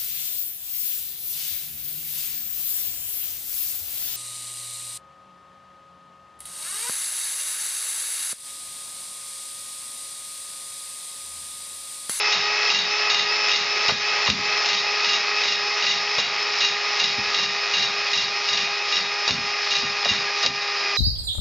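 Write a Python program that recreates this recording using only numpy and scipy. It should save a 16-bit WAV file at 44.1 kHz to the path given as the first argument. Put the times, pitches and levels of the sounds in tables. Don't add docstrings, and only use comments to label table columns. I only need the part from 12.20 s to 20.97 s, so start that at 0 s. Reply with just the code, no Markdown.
import sys
import numpy as np
from scipy import signal
from scipy.fft import rfft, irfft
from scipy.io import wavfile
from scipy.ndimage import uniform_filter1d

SR = 44100
rng = np.random.default_rng(int(sys.argv[2]) if len(sys.argv) > 2 else 0)


def int16_out(signal):
    q = np.round(np.clip(np.atleast_2d(signal).T, -1, 1) * 32767)
    wavfile.write(sys.argv[1], SR, q.astype(np.int16))


N = 386757
TIME = np.arange(N) / SR

# (time [s], shaft rate between slowings [Hz], whine level between dips [dB],
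# grinding level between dips [dB])
DRIVE = [(0, 477.8, -28.5, -28), (0.9, 478.8, -29.5, -28), (1.65, 477.3, -29.5, -27.5),
         (2.05, 475, -30.5, -27), (3.1, 474.6, -30, -29), (4.2, 472.5, -33.5, -29),
         (4.75, 471.5, -32.3, -29), (5.45, 468.3, -33, -30), (6.65, 470, -32.5, -31.5),
         (7.45, 468.2, -34.5, -31), (8.18, 464.9, -32.5, -31), (8.4, 466.5, -33, -31),
         (8.77, 459.8, -30.5, -30)]
# (multiple of the shaft rate, level [dB])
MOTOR_ORDERS = [(2, -56), (3, -70.5), (4, -40.5), (5, -51.5), (7, -64.5), (9, -44.5), (10, -41.5),
                (13, -52.5), (15, -64)]
# (multiple of the sun gear's rate against its carrier, level [dB])
GEAR_ORDERS = [(1, -41.5), (2, -41.5), (3, -39), (4, -47.5), (5, -43.5), (6, -38), (7, -46.5), (14, -47.5),
               (17, -63)]
# (multiple of its tooth rate, level [dB])
MESH_ORDERS = [(1, -47), (2, -37)]
# (multiple of a fifth of the shaft rate, level [dB])
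SLOW_ORDERS = [(4, -65), (18, -52.5), (52, -51)]
# (frequency [Hz], relative level [dB])
STONE_SPECTRUM = [(35, -65), (60, -51), (353, -13.5), (407, -8), (450, -11.5), (764, -11.5), (812, -10),
                  (881, -10), (1270, -6), (1560, -10), (2540, -0.5), (3180, -6), (5280, -3.5), (7320, -30),
                  (7780, -54.5), (10100, -74.5), (17100, -120)]
# (frequency [Hz], gain [dB])
GRIND_TILT = [(150, 5.5), (340, -5), (700, 3.5), (1250, 1.5), (2100, 2.5), (2700, -2.5), (3300, -6.5), (6000, -16.5)]
HISS_TILT = [(1000, -18.0), (2400, -20), (3200, 1.5), (4600, 2), (5200, 0), (5700, 2.0), (7000, 5.5)]
# (frequency [Hz], relative level [dB], t60 [s])
ARM_MODES = [(1673, -6.5, 0.094), (1981, -4, .15), (2048, -5.5, 0.071), (2435, -9, 0.14), (2797, 3.5, 0.15),
             (2831, 2, 0.11), (3340, -10.5, 0.052), (3620, -6.5, 0.24), (3670, -7, 0.39), (3782, 2.5, 0.2),
             (3880, 3, .22), (3910, -6, 0.11), (4140, -8.5, 0.18), (4360, -9, 0.1), (4586, -3.5, .25),
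             (4730, -8, 0.086), (4880, -8.5, .12), (5080, -6, .12), (5430, -5, 0.28), (5650, -8, 0.18),
             (6160, -13, .15), (6430, -13, 0.18), (6560, -13, 0.22), (6840, -16.5, .1)]
# (frequency [Hz], relative level [dB], t60 [s])
BENCH_MODES = [(82, -6, .12), (115, -6, .12), (140, 1, .2), (161, 0, .18), (198, 1, .26), (212, 0, .25),
               (236, -2, .18), (268, -3, .12), (318, -6, .1)]
# (arrival time [s], stay [s], crack level [dB],
# rise in hiss before it levels off [dB], ring level of the arms [dB], bench rumble level [dB],
# dip in grinding level shortly after [dB], dip in whine level shortly after [dB])
STROKES = [(0.124, 0.0302, -11, 5.5, -32, -45, 2, 4.5), (0.5023, 0.071, -12.5, 5, -26.5, -44, 3, 10.5),
           (0.9001, 0.077, -11, 0, -25, -48, 2.5, 4.5), (1.3156, 0.057, -14, 5, -29, -47, 3.5, 6),
           (1.6815, 0.018, -11, 4, -34, -41, 6.5, 10), (2.067, 0.021, -19, 6, -45, -31, 7, 11.5),
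           (2.4871, 0.082, -15, 5, -31, -48.5, 2.5, 3.5), (2.8456, 0.096, -14.5, 5, -30, -51, 0.5, 3),
           (3.236, .09, -21.5, 6, -33, -48, 3, 3), (3.6236, 0.094, -19, 5.5, -26.5, -47.5, 3, 3.5),
           (3.9832, .03, -16, 4, -30, -46, 1, 10.5), (4.4057, 0.055, -15, 6, -28.5, -50, 2.5, 1.5),
           (4.798, 0.0655, -10.5, 7, -31, -44.5, 2.5, 3), (5.144, 0.0798, -13, 4, -29.5, -43, 2, 3),
           (5.5376, .1, -22, 7, -29.5, -44, 0.5, 4.5), (5.9314, 0.0792, -11.5, 7.5, -30, -44.5, 1.5, 5),
           (6.2868, .11, -12, 4.5, -31, -43, 0, 2), (6.7242, .05, -15, 6, -29.5, -47.5, 0, 3),
           (7.0783, .025, -7, 5, -33, -30.5, 2, 7.5), (7.5091, .07, -20, 7, -28.5, -47, 1.5, 0),
           (7.8472, .08, -15, 3, -28.5, -43, -0.5, 2.5), (8.2291, 0.014, -17, 8.5, -39, -35.5, 6, 5.5)]
# (time [s], crack level [dB], ring level of the arms [dB])
SNAPS = [(1.285, -11, -32), (1.7102, -11, -33), (2.0998, -7, -27), (2.4587, -9, -32), (4.0, -12, -29),
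         (7.1078, -7, -28.5), (8.2621, -4.5, -27.5)]
# (time [s], level [dB])
THUMPS = [(1.682, -34), (1.72, -34), (2.086, -26), (2.129, -30.5), (2.188, -32), (3.98, -38.5),
          (4.979, -28.5), (7.103, -30.5), (7.136, -35), (7.176, -35), (7.63, -31.5), (7.859, -39),
          (7.903, -29.5), (8.273, -44)]
# (time [s], level [dB])
KNOCKS = [(1.691, -16), (2.077, -18.5), (3.983, -20), (7.077, -23.5), (7.086, -20.5), (7.855, -17),
          (8.233, -22), (8.251, -24.5)]

# (lag [s], attack [s], release [s])
SCRAPE_SHAPE = (0.0, 0.096, 0.062)
RING_SHAPE = (0.018, 0.03, 0.083)
RUMBLE_SHAPE = (0.03, 0.056, 0.18)
WHINE_DIP_SHAPE = (0.047, 0.052, 0.1)
SLOWING_SHAPE = (0.0493, 0.08, 0.14)
GRIND_DIP_SHAPE = (0.06, 0.04, 0.18)

SLOWING_HZ = 6.2
HISS_BELOW_GRIND_DB = 3.5
HISS_DIP = 0.4
RING_REST_DB, RUMBLE_REST_DB = -36, -67.5
CATCH_EVERY_S = 0.0435
CATCH_RING_DB = -25
CATCH_FADE_DB_PER_S = 801
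TOP_HZ = 7600


def amp(db):
    return 10 ** (np.asarray(db) / 20)


def unit(x):
    return x / np.sqrt(np.mean(x ** 2))


def curves(table):
    times, *columns = np.transpose(table)
    return [np.interp(TIME, times, column) for column in columns]


def swells(heights, shape):
    lag, attack, release = shape
    out = np.zeros(N)
    for (arrival, stay, *_), height in zip(STROKES, heights):
        corners = arrival + lag + np.array([-attack, 0, stay, stay + release])
        out += np.interp(TIME, corners, [0, height, height, 0])
    return out


def walk(rate):
    step = max(int(SR / rate), 2)
    targets = rng.standard_normal(N // step + 1)
    return unit(uniform_filter1d(np.repeat(targets, step), step)[:N])


def colour(x, points):
    hz, db = np.transpose(points)
    bins_hz = np.maximum(np.arange(len(x) // 2 + 1) * SR / len(x), 1)
    gain = amp(np.interp(np.log(bins_hz), np.log(hz), db))
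    return irfft(rfft(x) * gain, len(x))


def band(x, low_hz, high_hz, order=2):
    edges = [low_hz, min(high_hz, 0.45 * SR)]
    return signal.sosfilt(signal.butter(order, edges, "band", fs=SR, output="sos"), x)


def fade(t60):
    return np.exp(-np.log(1000) * TIME[:SR // 2] / t60)


def ring(modes):
    out = np.zeros(SR // 2)
    for hz, db, t60 in modes:
        size, shift, sign = rng.standard_normal(3)
        wave = np.sin(2 * np.pi * hz * (1 + 0.0017 * shift) * TIME[:SR // 2])
        out += np.sign(sign) * amp(db + 0.27 * size) * fade(t60) * wave
    return out


def grains(rate, spread_db):
    size = amp(spread_db * np.minimum(rng.exponential(size=N), 4))
    struck = rng.random(N) < rate / SR
    return struck * rng.standard_normal(N) * size


def shake(force, modes, size):
    response = ring(modes)
    lead = int(0.0017 * SR)
    sized = signal.fftconvolve(force * np.roll(size, -lead), response)[:N]
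    return sized / np.std(signal.fftconvolve(force, response)[:N])


def burst(low_hz, high_hz, t60, tail_db, tail_t60):
    envelope = fade(t60) + amp(tail_db) * fade(tail_t60)
    x = band(rng.standard_normal(SR // 2) * envelope, low_hz, high_hz, order=3)
    return x / np.abs(x).max()


def play(events, blow):
    out = np.zeros(N + SR)
    for time, *strength in events:
        x, start = blow(*strength), int(time * SR)
        out[start:start + len(x)] += x
    return out[:N]


def tones(turns, orders, flutter_db, flutter_rate):
    out = np.zeros(N)
    for order, db in orders:
        level = amp(db + flutter_db * walk(flutter_rate))
        out += level * np.sin(2 * np.pi * (order * turns + rng.random()))
    return np.sqrt(2) * out


def drill(turns, whine_db):
    sun = turns * 7 / 8
    mesh = turns * 30 / 11
    slow = turns / 5
    backlash = 0.005 * walk(60)
    swell_db = whine_db - whine_db.mean()
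    whine = amp(whine_db - 1.06) * tones(turns, [(11, 0.012)], flutter_db=2.0, flutter_rate=32)
    motor = tones(turns, MOTOR_ORDERS, flutter_db=2.5, flutter_rate=35)
    hum = tones(sun, GEAR_ORDERS[:1], flutter_db=0.6, flutter_rate=12)
    gears = tones(sun + backlash, GEAR_ORDERS[1:], flutter_db=2.0, flutter_rate=25)
    slow_gears = tones(slow, SLOW_ORDERS, flutter_db=6.5, flutter_rate=27)
    rasp = unit(amp(2.5 * np.sin(2 * np.pi * slow) + 2.5 * walk(130)))
    teeth = rasp * tones(mesh + 0.019 * walk(110), MESH_ORDERS, flutter_db=1.5, flutter_rate=50)
    hum = amp(0.7 * swell_db) * hum
    body = amp(0.69 * swell_db) * (motor + gears + slow_gears)
    teeth = amp(1.5 * swell_db) * teeth
    return whine + hum + body + teeth


def stones(turns, grind_db, hiss_db):
    spindle = 2 * np.pi * turns / 20
    wobble = amp(0.41 * np.sin(spindle + walk(2.9)))
    ripple = amp(0.65 * np.sin(4 * spindle + walk(15)))
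    grind = colour(grains(rate=9000, spread_db=1.4) * wobble, STONE_SPECTRUM)
    grind = unit(colour(grind, GRIND_TILT))
    buzz = amp(0.43 * np.sin(2 * np.pi * turns))
    hiss = colour(grains(rate=7000, spread_db=0.6) * buzz, STONE_SPECTRUM)
    hiss = unit(colour(hiss, HISS_TILT))
    rubbing_db = hiss_db - 0.35 * np.maximum(hiss_db + 32, 0)
    return ripple * (grind * amp(grind_db + 1.0) + hiss * amp(rubbing_db + 1.5))


def chatter(ring_db):
    skipping = 1 / (1 + np.exp(-(ring_db + 37) / 2.2))
    size = amp(ring_db - 3.0) * skipping
    out = np.zeros(N)
    for _ in range(3):
        skips = grains(rate=490, spread_db=2.0) * amp(2 * walk(40))
        out += shake(skips, ARM_MODES, size)
    return out


def bench(rumble_db):
    shuffle = grains(rate=1400, spread_db=2.1)
    return band(shake(shuffle, BENCH_MODES, amp(rumble_db - 3.0)), 50, 660)


def catches(count):
    rows = []
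    for arrival, stay, crack_db, *_ in STROKES:
        for after in CATCH_EVERY_S * np.arange(count):
            loss_db = CATCH_FADE_DB_PER_S * max(after - stay, 0)
            rows.append((arrival + after, crack_db - loss_db, CATCH_RING_DB - loss_db))
    return rows


def tap(crack_db, ring_db):
    crack = colour(burst(2600, 12000, t60=0.021, tail_db=-24.0, tail_t60=0.15), STONE_SPECTRUM)
    crack = crack / np.abs(crack).max()
    arms = ring(ARM_MODES)
    arms = arms / np.abs(arms).max()
    return amp(crack_db - 1.5) * crack + amp(ring_db + 12.5) * arms


def thump(level_db):
    boom = amp(-13.0) * ring(BENCH_MODES)
    thud = amp(2.0) * burst(65, 280, t60=0.05, tail_db=-13, tail_t60=0.58)
    return amp(level_db) * band(boom + thud, 50, 370)


def knock(level_db):
    clack = amp(1.5) * burst(455, 1300, t60=0.053, tail_db=-13.0, tail_t60=0.2)
    edge = amp(0.5) * burst(1500, 4600, t60=0.022, tail_db=-29, tail_t60=0.1)
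    return amp(level_db) * (clack + edge)


def scene():
    free_hz, whine_db, grind_db = curves(DRIVE)
    *_, scrapes_db, rings_db, rumbles_db, grind_dips_db, whine_dips_db = np.transpose(STROKES)
    shaft_hz = free_hz - swells([SLOWING_HZ] * len(STROKES), SLOWING_SHAPE)
    turns = np.cumsum(shaft_hz) / SR
    whine_db = whine_db - swells(whine_dips_db, WHINE_DIP_SHAPE)
    grind_dip_db = swells(grind_dips_db, GRIND_DIP_SHAPE)
    deep_hiss_db = grind_db - HISS_BELOW_GRIND_DB - HISS_DIP * grind_dip_db
    hiss_db = deep_hiss_db + swells(scrapes_db, SCRAPE_SHAPE)
    ring_db = RING_REST_DB + swells(rings_db - RING_REST_DB, RING_SHAPE)
    rumble_db = RUMBLE_REST_DB + swells(rumbles_db - RUMBLE_REST_DB, RUMBLE_SHAPE)
    running = drill(turns, whine_db) + stones(turns, grind_db - grind_dip_db, hiss_db)
    running = running + chatter(ring_db) + bench(rumble_db)
    blows = play(catches(count=3) + SNAPS, tap) + play(THUMPS, thump) + play(KNOCKS, knock)
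    sound = running + blows
    return np.array([sound, sound])


def record(dry):
    return signal.sosfilt(signal.ellip(10, 0.2, 70, TOP_HZ, fs=SR, output="sos"), dry)


dry = scene()
out = record(dry)
int16_out(out)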